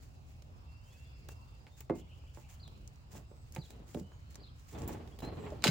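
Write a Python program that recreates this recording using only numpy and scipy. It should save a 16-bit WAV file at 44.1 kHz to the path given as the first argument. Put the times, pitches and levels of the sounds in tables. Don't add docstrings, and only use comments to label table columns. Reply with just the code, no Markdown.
import sys
import numpy as np
from scipy import signal
from scipy.fft import rfft, irfft, next_fast_len
from scipy.io import wavfile
from scipy.ndimage import uniform_filter1d, map_coordinates

SR = 44100
rng = np.random.default_rng(int(sys.argv[2]) if len(sys.argv) > 2 else 0)


def inscribe(sig):
    pcm = np.round(np.clip(np.atleast_2d(sig).T, -1, 1) * 32767)
    wavfile.write(sys.argv[1], SR, pcm.astype(np.int16))


N = 251370
HIT = SR // 4

# frequency in Hz, relative spectral level in dB.
RUMBLE_COLOUR = [(20, -51), (35, -7), (55, 0), (78, 2.5), (105, -4), (140, -5), (200, -22.5), (300, -26),
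                 (600, -68)]
AIR_COLOUR = [(100, -51), (200, 2), (305, -4), (790, -4.5), (1300, -9.5), (1900, -18.5), (2600, -12.5),
              (3400, -19), (5000, -16.5), (7000, -34), (9300, -31), (12000, -83), (13200, -62),
              (14500, -18), (16000, -38)]
RUSTLE_COLOUR = [(800, -3.5), (2000, 0.5), (4500, -5.5), (7200, 2.5), (9300, -9.5), (12000, -7.5),
                 (13300, -23), (15200, -1)]
CRUNCH_COLOUR = [(400, 8), (900, 14), (1400, 0), (2600, 0.5), (3500, -7), (4500, -13), (8000, -37)]
GRIT_COLOUR = [(1000, 11), (2200, -10), (3200, 0), (4200, -20), (7000, -11), (12000, -22)]
DRAG_COLOUR = [(30, -33), (70, -47), (130, -2.5), (270, 2), (450, -3), (620, -4), (900, -8), (1400, -16.5),
               (3000, -23.5), (5000, -32.5), (9000, -74)]
SHUDDER_COLOUR = [(30, -34), (55, -4), (80, -0.5), (140, -8), (220, -19.5), (500, -57)]
TICK_TOP_COLOUR = [(3000, -20), (5000, -2), (7200, 3.5), (9500, -10.5), (12200, -3.5), (13400, -50),
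                   (15200, -0.5)]
TICK_BODY_COLOUR = [(500, 11), (1500, -4), (4000, 2), (6000, -12)]
CRACK_COLOUR = [(400, -5), (1000, -2.5), (1600, 0), (2500, 2), (3300, 2), (4200, 2), (5000, 1.5),
                (5700, -8), (7600, -5), (8600, -16), (11700, -12), (13400, -34), (14600, -8), (16000, -23)]
TRAY_COLOUR = [(60, -51), (130, -7), (320, 6.5), (600, -2), (1200, -4), (3000, -6), (8000, -36),
               (16000, -48)]
# frequency in Hz, left-right likeness from -1 to 1.
AIR_LIKENESS = [(60, 0.47), (180, 0.83), (550, 0.16), (1650, -0.6), (4970, -0.026), (15000, -0.79)]
# frequency in Hz, t60 in seconds.
WOODS_DECAY = [(300, 0.35), (3000, 1), (10000, 0.092)]
BRANCH_DECAY = [(2000, 0.11), (8000, 0.092)]
TRAY_DECAY = [(150, 0.49), (450, 0.33), (1000, 0.43), (3000, 0.16), (10000, 0.03)]
# frequency in Hz, relative level in dB, t60 in seconds.
WIRE_MODES = [(1520, -2.5, 0.45), (2153, 1, 0.27), (2300, -7, 0.17), (2600, -12, .17), (2905, -11, 0.14),
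              (3420, -4, 0.12), (3586, -7, 0.12), (3960, -4, 0.11), (4020, 5.5, 0.11), (4820, -4, 0.093),
              (4930, 6, 0.091), (5150, -8, 0.12), (5900, -1, 0.12), (6230, 3, 0.13), (6600, 6, 0.062),
              (7450, -1, .09), (7850, -4, 0.12), (9292, -2, 0.082)]
TRAY_MODES = [(141, -9, 0.91), (167, 1.5, 0.71), (197, 3, 0.49), (242.4, 2.5, 0.37), (340, 6.5, 0.25),
              (408, 6, 0.16), (464, 7, 0.2), (520, 3, 0.12), (586, 4, 0.19), (766, -8.5, 0.14),
              (882, 4, 0.18), (1129, -2.5, 0.16), (1320, -23, 0.18)]

# start and length in seconds, relative level in dB.
SONG_NOTES = [(0.643, 0.17, -72.5), (0.843, 0.075, -75), (0.954, 0.14, -71), (1.128, 0.064, -75),
              (1.237, 0.12, -70), (1.394, 0.087, -77), (1.512, 0.064, -77), (3.197, 0.096, -80.5),
              (3.356, 0.15, -88)]
# start in seconds, relative level in dB.
SLURS = [(1.94, -70), (2.069, -68), (2.209, -73), (2.42, -73.5), (2.5, -76.5)]
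# start and length in seconds, first and last pitch in Hz, relative level in dB.
WHISTLES = [(0.79, 0.11, 2830, 3140, -78), (0.919, .07, 2520, 2590, -73), (0.893, 0.07, 3230, 3500, -74),
            (1.034, 0.094, 3540, 3370, -75.5), (1.445, 0.13, 3580, 3550, -83),
            (1.68, 0.09, 3630, 3620, -76.5), (3.263, 0.29, 7900, 8100, -81.5),
            (3.991, 0.17, 2835, 3110, -76.5), (4.105, 0.13, 6700, 6640, -80),
            (4.249, 0.13, 4450, 4160, -81), (5.374, 0.13, 7700, 7500, -74)]
GROANS = [(4.721, 0.14, 459, 457, -58), (4.745, 0.026, 3450, 3560, -68), (4.862, .024, 3150, 3680, -72),
          (5.113, 0.041, 3030, 3360, -72.5), (5.382, 0.18, 441.7, 406, -52),
          (5.402, 0.018, 3240, 2770, -71), (5.52, 0.018, 672, 570, -46.5)]
# time into it in seconds, pitch in Hz, relative level in dB.
CHIRP_SHAPE = [(0, 4070, -6), (.007, 4620, -1), (.013, 4760, -10), (.030, 4660, -2), (0.036, 3977, 2),
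               (.044, 4070, 4), (.049, 3506, -13), (.057, 3500, -13), (.064, 3720, -3), (.073, 4150, -3),
               (.079, 3330, -9), (0.09, 3260, -7)]
# start in seconds, relative level in dB, time stretch factor.
CHIRPS = [(2.598, -57, 1.0), (3.586, -57.5, 0.89), (4.398, -59, 1.1), (5.590, -69, 0.67)]

# start and length in seconds, relative level in dB.
BRUSHES = [(0, 0.061, -63.5), (.27, 0.048, -67), (.82, 0.18, -65.5), (1.29, 0.033, -57.5),
           (1.765, 0.049, -59), (1.945, 0.046, -57.5), (2.325, 0.079, -61.5), (2.484, 0.056, -57.5),
           (3.105, 0.075, -55), (3.53, 0.052, -59.5), (3.61, 0.1, -62), (3.86, 0.11, -58),
           (4.3, 0.028, -60.5), (4.54, 0.18, -65.5), (4.68, 0.062, -59), (4.775, 0.07, -58.5),
           (4.875, 0.059, -54), (5.07, 0.084, -69.5), (5.215, 0.04, -54.5), (5.32, 0.21, -67)]
CRUNCHES = [(4.747, 0.017, -52), (4.776, 0.014, -60), (4.808, 0.0089, -62), (4.883, 0.016, -55),
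            (4.903, 0.012, -57), (4.927, 0.0093, -65), (5.221, 0.032, -53), (5.268, 0.036, -71),
            (5.437, 0.026, -53.5), (5.462, 0.031, -54)]
DRAGS = [(3.122, 0.065, -55), (3.69, 0.13, -59), (4.37, 0.054, -59.5), (4.715, 0.24, -46),
         (5.221, 0.06, -43.5), (5.30, 0.27, -49)]
# start in seconds, relative level in dB, body trim in dB,
# left over right in dB, t60 of the snap in seconds, treble tilt in dB per octave.
TICKS = [(0.4215, -54.5, 5, -6, 0.019, -6), (1.2862, -39, -1.5, -1, 0.021, 6),
         (1.8058, -32, -8, 2, 0.01, 5), (2.347, -46, -16, -2, 0.0066, -6),
         (2.6775, -49.5, 6.5, -3, .012, -2), (2.876, -41, -28, -1, 0.01, -5),
         (2.958, -53.5, -12, 0, 0.0096, -5), (3.13, -50, -21, -11, 0.0093, 2),
         (3.5229, -37, -32, -3, .007, 1), (3.549, -35, -5, -4, .008, -1),
         (3.5621, -47.5, 15.5, 0, 0.011, 0), (3.705, -40, -0.5, -2, 0.013, 5.5),
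         (3.9457, -48.5, 14.5, 2, .012, 3), (3.997, -46, 2, -2, 0.013, -4), (4.345, -47, -1, 6, 0.0092, -3),
         (4.3552, -38.5, -22, -5, 0.012, -7), (4.786, -45, -13, -2, 0.011, -13),
         (4.819, -42, -6, -3, 0.011, -3), (4.8765, -33, -23, -1, 0.064, 13),
         (4.928, -46, -17, 0, 0.016, -1), (5.075, -54, 8, -4, .012, -15),
         (5.188, -44.5, 1.5, -2.5, 0.032, 10), (5.203, -51, 7.5, 0, 0.036, 4),
         (5.503, -50, -12, -4, .012, -9)]
# start in seconds, relative level in dB, wire ring against the crack
# in dB, left over right in dB.
CLASHES = [(5.623, -54.5, -4, -7), (5.634, -50.5, -5, 3), (5.64, -26, -9.5, -0.5), (5.646, -34, 4, -1),
           (5.653, -40, -1, -7), (5.6598, -40, -13, 0), (5.6698, -31, -7, -4), (5.6775, -31, -7, 3),
           (5.684, -40, -4, 0)]
# start in seconds, level in dB, contact brightness in Hz,
# left over right in dB, muffling by the resting hoof in dB per second.
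KNOCKS = [(1.29, -61, 1530, 2, 1500), (1.316, -64.5, 417, 0, 597), (1.668, -65, 2630, -2, 298),
          (1.809, -64.5, 2520, 0, 600), (1.8975, -51.5, 1480, 3, 300), (1.899, -38, 656, -7.5, 125),
          (1.906, -33.5, 392, -1.5, 29), (2.238, -71.5, 1030, 8, 300), (2.373, -58, 895, -6, 150),
          (3.152, -63.5, 750, -11, 60), (3.314, -61.5, 514, -7, 144), (3.5627, -54.5, 2450, -2, 400),
          (3.568, -51.5, 760, -4, 91), (3.581, -43, 145, -2, 400), (3.801, -61, 264, 3, 100),
          (3.9483, -46, 590, -6.5, 30), (3.955, -42.5, 248, -2.5, 89), (3.972, -46, 420, 5, 117),
          (4.01, -46, 189, -2, 196), (4.119, -70, 1520, -4, 300), (4.356, -69, 1840, 11, 600),
          (4.827, -47, 287, -1, 100), (4.893, -51.5, 820, -7, 60), (5.222, -55.5, 786, -2, 100),
          (5.521, -58.5, 700, -6, 200), (5.662, -36.5, 227, -4, 150), (5.684, -28.5, 163, 0.5, 0)]
STAMP = (5.640, -34.5, 765, 3, 26)


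def amp(db):
    return 10 ** (np.asarray(db) / 20)


def unit(x):
    return x / np.sqrt(np.mean(x ** 2) + 1e-20)


def blow(x):
    return unit(x) * np.sqrt(SR / 20 / x.shape[-1])


def along(points, hz):
    freqs, values = np.transpose(points)
    return np.interp(np.log(hz + 1), np.log(freqs + 1), values)


def wobble(rate, size=N):
    knots = rng.standard_normal(int(size * rate / SR) + 4)
    return map_coordinates(knots, [np.arange(size) * rate / SR])


def filtered(x, response):
    n = x.shape[-1]
    padded = next_fast_len(n + 8192)
    return irfft(rfft(x, padded) * response(np.fft.rfftfreq(padded, 1 / SR)), padded)[..., :n]


def coloured(x, colour):
    return unit(filtered(x, lambda hz: amp(along(colour, hz))))


def stereo(pair, likeness):
    turn = lambda hz: np.arccos(np.clip(along(likeness, hz), -1, 1)) / 2
    mid, side = filtered(pair, lambda hz: np.array([np.cos(turn(hz)), np.sin(turn(hz))]))
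    return np.array([mid + side, mid - side])


def noise(colour, likeness, size=N):
    return coloured(stereo(rng.standard_normal((2, size)), likeness), colour)


def grains(per_s, spread_db, likeness):
    sizes = amp(spread_db * np.clip(rng.standard_normal((2, N)), -2, 2))
    signs = rng.choice([-1, 1], (2, N))
    fires = rng.random((2, N)) < per_s / SR
    return stereo(unit(sizes * signs * fires), likeness)


def dying(x, decay):
    hz, t, spectra = signal.stft(x, SR, nperseg=256)
    fade = amp(-60 * t / along(decay, hz)[:, None])
    return signal.istft(spectra * fade, SR, nperseg=256)[1][:, :x.shape[-1]]


def echo(x, decay):
    tail = dying(rng.standard_normal((2, SR // 2)), decay)
    return signal.fftconvolve(x, tail / np.linalg.norm(tail[0]), axes=1)[:, :N]


def ring(modes, scatter_db):
    t = np.arange(HIT) / SR
    extras_db = scatter_db * rng.standard_normal(len(modes))
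    return sum(amp(db + extra - 60 * t / t60) * np.sin(2 * np.pi * hz * t)
               for (hz, db, t60), extra in zip(modes, extras_db))


def strokes(rows, attack, release):
    t = np.arange(N) / SR
    gain = np.zeros(N)
    for start, length, db in rows:
        swell = np.clip((t - start) / (attack * length), 0, 1)
        fall_db = 60 * np.maximum(t - start - length, 0) / (release * length)
        gain += swell * amp(db - fall_db)
    return gain


def tone(hz):
    return np.sin(2 * np.pi * np.cumsum(hz) / SR)


def whistle(length, start_hz, end_hz, flutter, waver_db=4):
    progress = np.linspace(0, 1, int(length * SR))
    slide_hz = end_hz + (start_hz - end_hz) * (1 - progress) ** 1.6
    hz = slide_hz * (1 + flutter * wobble(317.3, len(progress)))
    swell = np.sqrt(np.abs(np.sin(np.pi * progress)))
    return unit(tone(hz) * swell * amp(waver_db * wobble(35, len(progress))))


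def panned(x, pan_db):
    return x * amp([[pan_db / 2], [-pan_db / 2]])


def add(out, start, x, pan_db=0):
    part = out[:, round(start * SR):][:, :x.shape[-1]]
    part += panned(x, pan_db)[:, :part.shape[1]]


def pasture(rumble_db=-52.5, air_db=-66, patchy_db=2.5):
    rumble = amp(rumble_db + 0.55 * wobble(4.14)) * noise(RUMBLE_COLOUR, [(60, 0.95), (200, 0.67)])
    spectra = signal.stft(noise(AIR_COLOUR, AIR_LIKENESS), nperseg=512)[2]
    patches = uniform_filter1d(rng.standard_normal(spectra.shape[1:]), size=7, axis=0)
    patches = unit(uniform_filter1d(patches, size=24, axis=1))
    hush = unit(signal.istft(spectra * amp(patchy_db * patches), nperseg=512)[1][:, :N])
    return rumble + amp(air_db + wobble(2.78)) * hush


def far_birds(song_hz=(2660, 2725), trill_span_s=(0.71, 1.70), trill_per_s=15.7):
    out = np.zeros((2, N))
    for start, length, db in SONG_NOTES:
        start_hz, end_hz = np.array(song_hz) * (1 + 0.004 * rng.standard_normal())
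        add(out, start, amp(db) * whistle(length, start_hz, end_hz, flutter=0.008, waver_db=3))
    for start, db in SLURS:
        add(out, start, amp(db) * whistle(length=0.1, start_hz=2350, end_hz=3200, flutter=0.078))
    for start, length, start_hz, end_hz, db in WHISTLES:
        add(out, start, amp(db) * whistle(length, start_hz, end_hz, flutter=0.012))
    for start in np.arange(*trill_span_s, 1 / trill_per_s):
        late, detune = rng.standard_normal(2)
        note = whistle(length=0.028, start_hz=5100 * (1 + 0.029 * detune), end_hz=4650, flutter=0.059)
        add(out, start + 0.005 * late, amp(-75) * note)
    return out


def near_bird(flutter=0.02):
    out = np.zeros((2, N))
    times, pitches, levels_db = np.transpose(CHIRP_SHAPE)
    for start, db, stretch in CHIRPS:
        t = np.arange(int(stretch * times[-1] * SR)) / SR / stretch
        hz = np.interp(t, times, pitches) * (1 + flutter * wobble(370, len(t)))
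        add(out, start, amp(db + np.interp(t, times, levels_db)) * np.sqrt(2) * tone(hz))
    return out


def birds(peep_at_s=5.223):
    far = amp(-2.5) * far_birds()
    near = amp(-3.5) * near_bird()
    peep = np.zeros((2, N))
    note = whistle(length=0.076, start_hz=3950, end_hz=4200, flutter=0.0017, waver_db=1.5)
    add(peep, peep_at_s, amp(-58.5) * note)
    trunks = echo(amp(-8) * near + amp(-5) * far + amp(-11) * peep, WOODS_DECAY)
    branches = amp(-4) * echo(near, BRANCH_DECAY)
    return far + near + peep + trunks + branches


def rustle(gain_db=-4, flutter_db=1.5):
    blades = grains(per_s=5000, spread_db=3, likeness=[(2000, 0.17), (8000, 0.045)])
    stems = grains(per_s=160, spread_db=2.5, likeness=[(5000, 0.43)])
    crackle = coloured(blades, RUSTLE_COLOUR) + amp(-7) * coloured(stems, RUSTLE_COLOUR)
    grass = amp(-71.5 + 1.5 * wobble(5.9))
    contact = np.hypot(strokes(BRUSHES, attack=0.21, release=3), grass)
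    return amp(gain_db + flutter_db * wobble(60)) * contact * crackle


def crunches():
    cracks = grains(per_s=1200, spread_db=0, likeness=[(3000, 0.39)])
    return strokes(CRUNCHES, attack=0.065, release=2.3) * coloured(cracks, CRUNCH_COLOUR)


def groans():
    out = np.zeros((2, N))
    for start, length, start_hz, end_hz, db in GROANS:
        add(out, start, amp(db) * whistle(length, start_hz, end_hz, flutter=0.036))
    return out


def drag(judder_db=2, ring_db=-6, grit_db=-21, shudder_db=-1.5):
    slips = grains(per_s=3500, spread_db=5, likeness=[(150, 1.0), (600, 0.31), (3000, 0.31)])
    slips *= amp(judder_db * wobble(45))
    modes = ring(TRAY_MODES, scatter_db=1.5)
    ringing = unit(signal.fftconvolve(slips, modes[None], axes=1)[:, :N])
    grit = coloured(grains(per_s=2200, spread_db=12, likeness=[(3000, 0.21)]), GRIT_COLOUR)
    scrape = unit(coloured(slips, DRAG_COLOUR) + amp(ring_db) * ringing + amp(grit_db) * grit)
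    shudder = noise(SHUDDER_COLOUR, [(60, 0.96)])
    return strokes(DRAGS, attack=0.16, release=3.38) * (scrape + amp(shudder_db) * shudder)


def crate_bar(start_s=1.898, hz=2105, db=-58, t60=0.3):
    out, t = np.zeros((2, N)), np.arange(HIT) / SR
    add(out, start_s, amp(db - 60 * t / t60) * np.sin(2 * np.pi * hz * t))
    return out


def wire_ticks(rise_s=0.00074, shiver_t60=0.1, shiver_db=-23, pivot_hz=8000, strays_per_s=3.6):
    out, t = np.zeros((2, N)), np.arange(HIT // 2) / SR
    strays = [(when * N / SR, -42 - 40 * softness, -6, 0, 0.008, 0)
              for when, softness in rng.random((int(strays_per_s * N / SR), 2))]
    attack = 1 - np.exp(-t / rise_s)
    for start, db, body_db, pan_db, snap_t60, tilt_db in TICKS + strays:
        fade = amp(-60 * t / snap_t60) + amp(shiver_db - 60 * t / shiver_t60)
        tilted = [(hz, level + tilt_db * np.log2(hz / pivot_hz)) for hz, level in TICK_TOP_COLOUR]
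        top = noise(tilted, [(7000, -0.05)], len(t))
        body = amp(body_db - 2) * noise(TICK_BODY_COLOUR, [(2000, 0.34)], len(t))
        add(out, start, amp(db - 1) * (top + body) * attack * fade, pan_db)
    return out


def mesh_clatter(crack_t60=0.024, buzz_t60=0.097, buzz_db=-5, chatter_db=4, gain_db=-5):
    out, t = np.zeros((2, N)), np.arange(HIT) / SR
    burst_likeness = [(1500, 0.65), (4000, 0.5), (8000, -0.021)]
    burst = lambda t60: blow(noise(CRACK_COLOUR, burst_likeness, HIT) * amp(-60 * t / t60))
    for start, db, ring_db, pan_db in CLASHES:
        mid = ring(WIRE_MODES, scatter_db=2)
        side = ring(WIRE_MODES, scatter_db=2) * rng.choice([-1, 1])
        wires = stereo(np.array([mid, side]), [(2000, 0.72), (4000, 0.98), (7000, 0.3)])
        wires *= amp(chatter_db * wobble(350, HIT))
        clash = burst(crack_t60) + amp(buzz_db) * burst(buzz_t60) + amp(ring_db) * blow(wires)
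        add(out, start, amp(db + gain_db) * blow(clash), pan_db)
    return out


def hoof_contact(hz, contact_hz, damping=0.58):
    ratio = hz / contact_hz
    return 1j * ratio / (0.5 + 1j * ratio) / (1 + 1j * damping * ratio - ratio ** 2)


def panel_response(hz, lag_s, cutoff_hz=145):
    ratio = hz / cutoff_hz
    radiation = -ratio ** 2 / (1 + 1j * ratio - ratio ** 2)
    travel_s = lag_s * np.maximum(np.sqrt(300 / np.maximum(hz, 80)) - 0.28, 0) / 0.72
    return radiation * np.exp(-2j * np.pi * np.cumsum(travel_s) * hz[1])


def tray_knocks(wash_db=-4, push_db=-1, push_cycles=0.93, hoof_lag_s=0.0015, rim_lag_s=0.025):
    out, t = np.zeros((2, N)), np.arange(HIT) / SR
    hits = [(row, hoof_lag_s) for row in KNOCKS] + [(STAMP, rim_lag_s)]
    for (start, db, contact_hz, pan_db, muffle_db_per_s), lag_s in hits:
        cycles = contact_hz * t
        push = blow(np.exp(-cycles / push_cycles) * np.sin(2 * np.pi * cycles))
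        wash = dying(noise(TRAY_COLOUR, [(150, 0.3), (500, 0.68), (3000, 0.16)], HIT), TRAY_DECAY)
        modes = ring(TRAY_MODES, scatter_db=3)
        body = (blow(modes) + amp(wash_db) * blow(wash)) * amp(-muffle_db_per_s * t)
        knock = blow(filtered(body, lambda hz: hoof_contact(hz, contact_hz))) + amp(push_db) * push
        radiated = filtered(knock, lambda hz: panel_response(hz, lag_s))
        add(out, start, amp(db) * blow(radiated), pan_db)
    return out


def scene():
    textures = panned(drag() + crunches() + groans() + rustle() + pasture(), pan_db=-1)
    return textures + tray_knocks() + crate_bar() + mesh_clatter() + wire_ticks() + birds()


def record(dry, top_hz=16000):
    return filtered(dry, lambda hz: 1 / np.sqrt(1 + (hz / top_hz) ** 160))


dry = scene()
out = record(dry)
inscribe(out)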